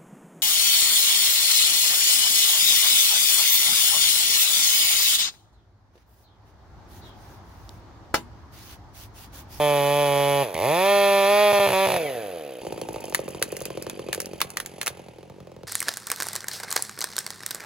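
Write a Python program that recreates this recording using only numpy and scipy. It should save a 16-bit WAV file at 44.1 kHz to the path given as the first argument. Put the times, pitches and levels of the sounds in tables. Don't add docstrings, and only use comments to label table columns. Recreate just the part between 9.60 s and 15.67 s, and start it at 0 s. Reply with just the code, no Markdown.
import sys
import numpy as np
from scipy import signal
from scipy.fft import rfft, irfft, next_fast_len
from scipy.io import wavfile
from scipy.ndimage import uniform_filter1d

SR = 44100
rng = np.random.default_rng(int(sys.argv[2]) if len(sys.argv) > 2 else 0)


def wav_record(signal):
    frames = np.transpose(np.atleast_2d(signal))
    bounded = np.clip(frames, -1, 1)
    quanta = np.round(bounded * 32767).astype(np.int16)
    wavfile.write(sys.argv[1], SR, quanta)


N = 267687
TIME = np.arange(N) / SR

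# time in seconds, turns a second.
FIRST_CUT_SPEED = [(.02, 148), (.21, 141.8), (.4, 145), (.5, 141.6), (.74, 141.4), (.82, 139.6)]
LAST_CUT_SPEED = [(1.34, 200.9), (1.648, 196.8), (1.708, 203.5), (1.826, 207.8), (2.082, 197.1),
                  (2.13, 188.2), (2.226, 193.9), (2.258, 192.9), (2.35, 182.6)]
# start in seconds, time constant of the slowing in seconds.
THROTTLE_RELEASES = [(.82, 0.165), (2.35, .416)]
# time in seconds, share of a full charge.
THROTTLE_CHARGE = [(.826, 0.94), (.834, 0.29), (.93, 0.17), (.965, 0.69), (1.04, 0.99), (1.1, 0.93)]
# start and end in seconds, turns per firing.
IGNITION_SPELLS = [(0, 1.921, 1), (1.926, 1.99, 1), (1.995, 2.064, 1), (2.064, 2.127, 3), (2.127, 2.261, 1),
                   (2.261, 2.305, 3), (2.305, 2.366, 4)]
# time of a firing in seconds, level at the stump in dB.
IDLE_FIRINGS = [(3.017, -29.5), (3.05, -27.5), (3.068, -23), (3.124, -22.5), (3.178, -24), (3.216, -22),
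                (3.288, -20.5), (3.343, -26.5), (3.361, -21), (3.441, -24), (3.482, -26.5), (3.525, -21.5),
                (3.592, -20), (3.68, -20.5), (3.748, -23), (3.817, -20), (3.925, -21.5), (4.014, -20.5),
                (4.104, -21), (4.174, -19.5), (4.267, -17.5), (4.394, -20.5), (4.487, -20.5), (4.578, -24),
                (4.734, -20.5), (4.847, -22.5), (5.182, -24.5), (5.303, -20.5), (5.372, -24.5),
                (5.394, -24.5), (5.485, -23.5), (5.585, -24.5), (5.63, -24.5), (5.699, -22), (5.804, -22),
                (5.872, -24.5), (5.918, -24.5), (5.965, -23.5), (6.034, -19.5)]
# time in seconds, gain in dB.
OUTLET_FACING = [(3.45, -6), (3.65, -23.5), (5.1, -24), (5.35, -10)]

# frequency in Hz, relative level in dB.
FIRED_MUFFLER = [(35, -76), (80, -2.5), (143, 1.5), (195, -10), (286, -3.5), (400, 4), (500, 5), (585, 13),
                 (715, 2.5), (830, 6.5), (990, 0.5), (1170, -4), (1330, -34), (1900, -34.5)]
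UNFIRED_MUFFLER = [(40, -23), (90, 1.5), (160, 2.5), (220, 2.5), (360, 6), (480, 19), (620, 14),
                   (730, 15.5), (860, -4), (1300, -15), (2400, -41), (5000, -44)]
MUFFLER_SHELL = [(900, -3.5), (1400, 17.5), (1600, 5.5), (1790, 23.5), (1980, 13), (2350, 23), (2620, 23),
                 (2820, 8), (3020, 1.5), (3400, 20), (3650, 12), (4000, 14), (4400, -18), (4780, 6),
                 (5400, 9), (9000, -53)]
GAS_JET = [(100, -88), (600, -20), (1300, -15.5), (2400, -16.5), (4000, -20), (6000, -61)]
COAST_PUFF = [(60, -20), (180, -9), (290, 2), (420, 3.5), (560, 13), (700, -8), (850, -15), (1200, -27),
              (4000, -48)]
IDLE_BARK = [(120, -25), (260, -14), (340, -2), (530, -0.5), (620, -6.5), (790, -20), (1020, -15.5),
             (1450, -26.5), (6000, -33), (10000, -42.5)]
IDLE_PUFF = [(30, -4), (110, -22.5), (180, 5.5), (260, 5), (430, 9.5), (570, 5.5), (680, -14), (850, -27),
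             (1200, -19), (5000, -32), (9000, -64)]
OUTLET_RING = [(450, -11.5), (700, 4), (880, 6.5), (1030, -2), (1230, -27), (1500, -29)]
BASS_THUMP = [(25, -78), (60, 9), (120, 12.5), (180, 11.5), (300, 2.5), (700, -48)]
SHARP_CLICK = [(300, -22), (1200, -3), (2200, 2), (3200, -2), (6000, -10), (12000, -4), (16000, -20)]
# frequency in Hz, relative level in dB.
CHAIN_HISS = [(3000, 0), (4600, 5), (5600, 2.5), (7200, 3), (8500, -3.5), (10000, 9), (12000, 8.5),
              (13500, 3.5), (15000, 3.5), (16000, -13)]
GUIDE_BAR = [(1400, 0), (2300, 3.5), (3200, 5), (3700, -1.5), (4300, -7)]
CLUTCH_CHATTER = [(1500, -36), (2000, -4.5), (2350, -3), (2800, -10), (6000, -26)]
PISTON_RATTLE = [(200, 10), (800, 11), (1500, -19.5), (2100, 0.5), (2650, -1), (3100, -3.5), (5500, -6.5),
                 (7000, -5.5), (8500, -7.5), (11000, -4), (16000, -27)]
# multiple of the shaft speed, relative level in dB.
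DRIVEN_WHIRR = [(14, -3), (16, 1), (17, -32), (21, 12), (23, 7.5)]
SLACK_WHIRR = [(14, -2), (15, 0), (16, -1), (22, -5)]
# frequency in Hz, level in dB, t60 in seconds.
LINK_MODES = [(2537, -45.5, 0.033), (2770, -48, 0.038), (3055, -45, 0.023), (4670, -55, 0.065)]

# time in seconds, splinter level in dB, body level in dB.
HINGE_SNAPS = [(3.215, -38.5, -42), (3.455, -41, -56), (3.5475, -21, -20.5), (3.5526, -29.5, -31),
               (3.826, -21, -23.5), (3.9678, -34.5, -40.5), (4.0056, -39.5, -51), (4.0206, -38.5, -53),
               (4.055, -31.5, -36.5), (4.2247, -35, -46.5), (4.2983, -34, -36.5), (4.5297, -26, -25.5),
               (4.539, -36.0, -40), (4.5477, -30.5, -36), (4.603, -27, -35), (4.618, -36, -50),
               (4.6586, -35.5, -49), (4.8052, -33.5, -32.5), (4.816, -21, -19.5), (4.9038, -38, -46.5),
               (4.9714, -27, -26), (5.0017, -30.5, -30.5), (5.0615, -34, -40.5), (5.2147, -29.5, -28.5),
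               (5.231, -35, -38), (5.263, -29, -34.5), (5.27, -28, -27.5), (5.278, -28, -27),
               (5.2799, -29.5, -42)]
# frequency in Hz, relative level in dB.
SPLINTER_TREBLE = [(1500, -30), (5500, 0), (10500, 0), (13500, -5), (16000, -11)]
TRUNK_BODY = [(40, -45), (250, -13), (900, -4), (1800, 1), (3000, -4), (4300, -5), (6000, -16),
              (12000, -35)]

# frequency in Hz, t60 in seconds.
FIELD_DECAY = [(150, 0.3), (1500, 0.99), (5000, 0.071), (14000, 0.0039)]
# frequency in Hz, relative level in dB.
OPEN_AIR = [(20, -71), (70, -24), (400, -9), (1500, -25), (6000, -31), (16000, -49)]
# frequency in Hz, phase difference in radians.
MIC_PHASE = [(0, 0), (750, -.6), (2670, -.3), (4650, -.8), (5250, -2.6), (6720, -.9), (8400, -3.1),
             (10700, -6.2), (13500, -9.4), (15200, -12.4)]
# frequency in Hz, level difference in dB.
MIC_BALANCE = [(160, -2.3), (400, 0), (740, -2.8), (2010, -.5), (5000, -3), (9000, 0)]

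FULL_HZ, COAST_TO_HZ = 200, 25.15
REOPEN_S, PICKUP_S, RUN_UP_S = 0.94, .045, 0.34
# gain in dB at full speed, dB per doubling of speed.
FIRED_LAW, UNFIRED_LAW = (-9.5, 2.3), (-17.5, 8.6)
RASP_LAW, RASP_COAST_LAW = (-26, 12), (-33, 8.9)
CHAIN_LAW, CHAIN_COAST_LAW = (-34, 2.7), (-38, 10.1)
IDLE_FROM_S, CATCH_HZ, IDLE_HZ, SETTLE_S = 3.12, 55, 43.84, .5


def revving_saw():
    rate = engine_speed()
    turns = np.cumsum(rate) / SR
    times = np.interp(np.arange(turns[-1]), turns, TIME)
    fired = np.zeros(len(times), bool)
    for start, end, every in IGNITION_SPELLS:
        spell = np.flatnonzero((times >= start) & (times < end))
        fired[spell[int(every) // 2::int(every)]] = True
    drift, size_scatter, edge_scatter = rng.standard_normal((len(times), 3)).T
    times = times + signal.lfilter([4e-6], [1, -.97], drift)
    sizes = amp(.3 * size_scatter)
    edges = amp(.7 * edge_scatter - 11 * ~fired)
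    charge = fired * np.clip(curve(THROTTLE_CHARGE, times), 0, 1)
    load = np.interp(TIME, times, np.sqrt(signal.lfilter(np.ones(4) / 4, 1, charge ** 3)))
    gas = exhaust(times, sizes, fired, charge, rate) + coasting_puffs(times, sizes)
    treble = rasp(times, edges, load, rate, turns) + chain_hiss(times, edges, load, rate)
    fade = np.interp(TIME, [2.99, 3.04], [1, 0])
    return fade * (gas + treble) + clutch(times) + pops(times, fired)


def engine_speed():
    def coast(cut, at, start, tau):
        return COAST_TO_HZ + (curve(cut, TIME) - COAST_TO_HZ) * np.exp(-np.maximum(at - start, 0) / tau)
    first = coast(FIRST_CUT_SPEED, np.minimum(TIME, REOPEN_S), *THROTTLE_RELEASES[0])
    last = coast(LAST_CUT_SPEED, TIME, *THROTTLE_RELEASES[1])
    return last + (first - last) * np.clip(1 - (TIME - REOPEN_S - PICKUP_S) / RUN_UP_S, 0, 1) ** 2


def loudness(law, rate):
    return amp(law[0] + law[1] * np.log2(rate / FULL_HZ))


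def exhaust(times, sizes, fired, charge, rate, warm_up_s=0.31, heat_rise=0.061):
    def strokes(law, share):
        return pulses(times, sizes * share * loudness(law, np.interp(times, TIME, rate)))
    heat = np.clip((times - REOPEN_S) / warm_up_s, 0, 1) ** 2
    hot_muffler = [(hz * (1 + heat_rise), db) for hz, db in FIRED_MUFFLER]
    bark = ring(strokes(FIRED_LAW, charge * (1 - heat)), FIRED_MUFFLER)
    bark += ring(strokes(FIRED_LAW, charge * heat), hot_muffler)
    churn = amp(-24) * loudness(UNFIRED_LAW, rate) * bursts(times, 1. * ~fired, t60=0.0092)
    pumping = ring(strokes(UNFIRED_LAW, 1 - charge) + churn, UNFIRED_MUFFLER)
    return baffle(bark + pumping)


def coasting_puffs(times, sizes, from_s=2.37, cooled_s=2.95, heat_rise=0.45):
    cooled = np.clip((times - from_s) / (cooled_s - from_s), 0, 1)
    sizes = sizes * (times > from_s)
    hot_puff = [(hz * (1 + heat_rise), db) for hz, db in COAST_PUFF]
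    gas = ring(pulses(times, sizes * (1 - cooled) * amp(-43)), hot_puff)
    gas += ring(pulses(times, sizes * cooled * amp(-34)), COAST_PUFF)
    return baffle(trunk_echo(gas, delay_s=0.00619, share=0.86))


def baffle(x, hz=560, width_hz=420):
    resonance = lambda f: hz ** 2 - f ** 2 + 1j * f * width_hz
    return filtered(x, lambda f: np.conj(resonance(f)) / resonance(f))


def rasp(times, edges, load, rate, turns):
    shell = even(ring(pulses(times, edges), MUFFLER_SHELL))
    jet = even(ring(bursts(times, edges, t60=0.93), GAS_JET))
    biting = np.where(TIME < REOPEN_S, 1, np.clip((TIME - REOPEN_S) / RUN_UP_S, 0, 1) ** 3)
    driven = biting * chain_whirr(turns, rate, DRIVEN_WHIRR, waver_db=2.5, slip_rad=1.0)
    slack = chain_whirr(turns, rate, SLACK_WHIRR, waver_db=5.5, slip_rad=2.6)
    loaded = loudness(RASP_LAW, rate) * (amp(-1) * shell + amp(-12) * jet + amp(-9) * driven)
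    coasting = loudness(RASP_COAST_LAW, rate) * (amp(-11) * shell + amp(-7) * jet + amp(-6) * slack)
    return load * loaded + (1 - load) * coasting


def chain_whirr(turns, rate, partials, waver_db, slip_rad):
    drift = lambda: np.interp(np.arange(N), np.linspace(0, N, 320), rng.standard_normal(320))
    tones = sum(amp(db + waver_db * drift()) * np.sin(2 * np.pi * round(k) * turns + slip_rad * drift())
                for k, db in partials)
    return coloured(unit(tones), GUIDE_BAR) * np.minimum(rate / 150, 1) ** 2


def chain_hiss(times, edges, load, rate):
    hiss = even(ring(bursts(times, np.sqrt(edges), t60=0.041), CHAIN_HISS))
    return hiss * (load * loudness(CHAIN_LAW, rate) + (1 - load) * loudness(CHAIN_COAST_LAW, rate))


def clutch(times, grab_s=0.46):
    slipping = times[times > REOPEN_S]
    sizes = amp(-37.5) * np.exp((REOPEN_S - slipping) / grab_s)
    return ring(bursts(slipping, sizes, t60=0.037), CLUTCH_CHATTER)


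def pops(times, fired):
    click = ring(bursts(np.array([REOPEN_S + .004]), amp([-25]), t60=0.008), SHARP_CLICK)
    gulp = ring(pulses(np.array([REOPEN_S + .006]), amp([-31])), BASS_THUMP)
    crack_s = times[fired & ~np.append(True, fired[:-1])]
    cracks = ring(bursts(crack_s, np.full(len(crack_s), amp(-34)), t60=0.07), SHARP_CLICK)
    return click + gulp + cracks


def idling_saw(recharge_db=3, full_burn_db=-23):
    def blow(s, db):
        return pulses(s, amp(db)) + amp(-25) * bursts(s - .0015, amp(db), t60=0.033)
    fire_s, near_db = np.transpose(IDLE_FIRINGS)
    fire_db = near_db + away_db(fire_s)
    gaps = np.diff(fire_s)
    rate = IDLE_HZ + (CATCH_HZ - IDLE_HZ) * np.exp(-(fire_s[:-1] - IDLE_FROM_S) / SETTLE_S)
    recharge = [np.arange(1, n) / n for n in np.maximum(np.round(gaps * rate), 1)]
    puff_s = np.concatenate([s + gap * share for s, gap, share in zip(fire_s, gaps, recharge)])
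    puff_db = -30.5 + 0.85 * away_db(puff_s) + recharge_db * (np.concatenate(recharge) - .5)
    gas = baffle(ring(blow(fire_s, fire_db), IDLE_BARK) + ring(blow(puff_s, puff_db), IDLE_PUFF))
    aimed = blow(fire_s, fire_db + curve(OUTLET_FACING, fire_s))
    aimed += blow(puff_s, puff_db + curve(OUTLET_FACING, puff_s))
    thumps = pulses(fire_s, amp(-36 + 5.3 * np.minimum(near_db - full_burn_db, 0)))
    thumps += pulses(puff_s, np.full(len(puff_s), amp(-47)))
    gas += ring(aimed, OUTLET_RING) + ring(thumps, BASS_THUMP)
    gas = baffle(gas, hz=125, width_hz=49)
    return trunk_echo(gas, delay_s=0.00563, share=0.14) + piston_rattle(fire_s, puff_s)


def piston_rattle(fire_s, puff_s, shade_hz=5000):
    spit = ring(bursts(fire_s, amp(-49 + 0.24 * away_db(fire_s)), t60=0.11), PISTON_RATTLE)
    strokes = np.concatenate([fire_s, puff_s])
    rattle = even(ring(bursts(strokes, np.ones(len(strokes)), t60=0.085), PISTON_RATTLE))
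    metal = spit + amp(-49) * rattle
    dull = filtered(metal, lambda hz: 1 / (1 + (hz / shade_hz) ** 2))
    shade = amp(shade_db(TIME))
    return shade * dull + shade ** 2.8 * (metal - dull)


def slack_links(count=240, slack_s=2.2):
    chance = rng.random((count, 1 + len(LINK_MODES)))
    tap_s = slack_s + (np.arange(count) + chance[:, 0]) / count * (N / SR - slack_s)
    sizes = amp(away_db(tap_s) + shade_db(tap_s))[:, None] * 2 * chance[:, 1:] ** 2
    t = np.arange(SR // 10) / SR
    modes = [amp(db - 60 * t / t60) * np.sin(2 * np.pi * hz * t) for hz, db, t60 in LINK_MODES]
    return sum(signal.fftconvolve(pulses(tap_s, size), mode)[:N] for size, mode in zip(sizes.T, modes))


def away_db(s):
    return np.interp(s, [4.68, 4.87], [0, -10])


def shade_db(s, from_s=5.25, db_per_s=16):
    return -db_per_s * np.maximum(s - from_s, 0)


def hinge_snaps(split_hz=2200, ring_db=4, ring_octaves=0.16):
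    snaps, hz = np.zeros((2, N + SR)), np.geomspace(40, 16000, 70)
    for s, splinter_db, body_db in HINGE_SNAPS:
        ring_hz = split_hz * 2 ** rng.uniform(-0.32, 0.86)
        piece_db = along(TRUNK_BODY, hz) + ring_db * np.exp(-(np.log2(hz / ring_hz) / ring_octaves) ** 2)
        treble = fracture(SPLINTER_TREBLE, lead_db=-21, tear=(-18, 0.0052),
                          tail=(-30.5, 0.089), width=0.53)
        body = fracture(np.transpose([hz, piece_db]), lead_db=-15.5, tear=(-17, 0.0096),
                        tail=(-28.5, 0.084), width=0.92)
        start = round(s * SR) - SR // 100
        snaps[:, start:start + body.shape[1]] += amp(splinter_db) * treble + amp(body_db) * body
    return snaps[:, :N]


def fracture(colour, lead_db, tear, tail, width):
    lead, size = 132, SR // 7
    t, hz = (np.arange(size) - lead) / SR, np.geomspace(40, 16000, 70)
    dying = lambda db, t60: amp(db) * 1e-3 ** (np.abs(t) / t60)
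    envelope = np.where(t < 0, dying(lead_db, 0.0057), dying(*tear) + dying(*tail))
    splinters = np.repeat(rng.uniform(.3, 1.5, size // 12 + 1), 12)[:size]
    shared, own = rng.standard_normal(size), rng.standard_normal((2, size))
    force = (t == 0) + envelope * splinters * (shared + width * own)
    grain = np.transpose([hz, along(colour, hz) + 2 * rng.standard_normal(len(hz))])
    sound = np.array([ring(side, grain) for side in force])[:, :size]
    sound /= np.sqrt(np.mean(sound[:, lead - 44:lead + 397] ** 2))
    return np.pad(sound, ((0, 0), (SR // 100 - lead, 0)))


def hinge_crackle(count=60, from_s=2.9, until_s=4, rise_db_per_s=10, spread_db=17):
    jitter, strength = rng.random((count, 2)).T
    break_s = from_s + (np.arange(count) + jitter) / count * (until_s - from_s)
    sizes = amp(-45 + rise_db_per_s * (break_s - from_s) + spread_db * strength ** 3)
    fibres = pulses(break_s, sizes) + amp(-17) * bursts(break_s, sizes, t60=0.033)
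    return ring(fibres, SPLINTER_TREBLE) + amp(-20) * ring(fibres, TRUNK_BODY)


def trunk_echo(x, delay_s, share):
    return x + share * filtered(x, lambda hz: np.exp(-2j * np.pi * hz * delay_s))


def field_answer(x):
    hz, t, spectrum = signal.stft(rng.standard_normal((2, SR // 2)), SR, nperseg=256)
    decay = amp(-60 * t / along(FIELD_DECAY, hz)[:, None])
    tail = signal.istft(spectrum * decay, SR, nperseg=256)[1]
    return signal.fftconvolve(x[None], tail / np.linalg.norm(tail[0]), axes=1)[:, :N]


def open_air():
    hush = lambda: unit(coloured(rng.standard_normal(N), OPEN_AIR))
    return amp(-60) * hush() + amp(-67) * np.array([hush(), hush()])


def microphone(x):
    half = lambda hz: amp(along(MIC_BALANCE, hz) / 2) * np.exp(.5j * along(MIC_PHASE, hz))
    return filtered(x, lambda hz: np.array([half(hz), 1 / half(hz)]))


def amp(db):
    return 10 ** (np.asarray(db) / 20)


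def unit(x):
    return x / np.sqrt(np.mean(x ** 2) + 1e-20)


def even(x, size=1400):
    return x / np.sqrt(np.abs(uniform_filter1d(uniform_filter1d(x ** 2, size), size)) + 1e-9)


def along(points, hz):
    f, v = np.transpose(points)
    return np.interp(np.log(hz + 1), np.log(f + 1), v)


def curve(points, s):
    return np.interp(s, *np.transpose(points))


def filtered(x, response):
    m = next_fast_len(N + SR // 2)
    return irfft(rfft(x, m) * response(np.fft.rfftfreq(m, 1 / SR)), m)[..., :N]


def coloured(x, colour):
    return filtered(x, lambda hz: amp(along(colour, hz)))


def ring(x, colour, size=4096):
    cepstrum = irfft(np.log(amp(along(colour, np.fft.rfftfreq(size, 1 / SR)))))
    answer = irfft(np.exp(rfft(2 * cepstrum[:size // 2], size) - cepstrum[0]))
    return signal.fftconvolve(x, answer / np.abs(answer).max())[:N]


def pulses(times, sizes):
    taps = np.floor(times * SR)[:, None] + np.arange(-7, 9)
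    off = taps - times[:, None] * SR
    shape = np.sinc(off) * np.sinc(off / 8) * sizes[:, None]
    return np.bincount(np.clip(taps, 0, N).astype(int).ravel(), shape.ravel(), N + 1)[:N]


def bursts(times, sizes, t60):
    power = np.bincount(np.clip(times * SR, 0, N).astype(int), sizes ** 2, N + 1)[:N]
    fall = 10 ** (-6 / (t60 * SR))
    return np.sqrt(signal.lfilter([1], [1, -fall], power)) * rng.standard_normal(N)


def scene():
    saw = revving_saw()
    idle = idling_saw() + slack_links()
    wood = hinge_snaps() + hinge_crackle()
    air = open_air()
    scattered = coloured(saw, [(800, -26), (3000, -18), (6000, -7)])
    answer = field_answer(scattered + amp(-14.5) * idle + amp(-25.5) * wood.mean(axis=0))
    return microphone(saw + idle + wood) + answer + air


def record(dry, low_hz=38, top_hz=16200):
    band = lambda hz: hz ** 3 / np.hypot(hz ** 3, low_hz ** 3) * (hz < top_hz)
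    return filtered(np.clip(dry, -1, 1), band)


dry = scene()
out = record(dry)
wav_record(out)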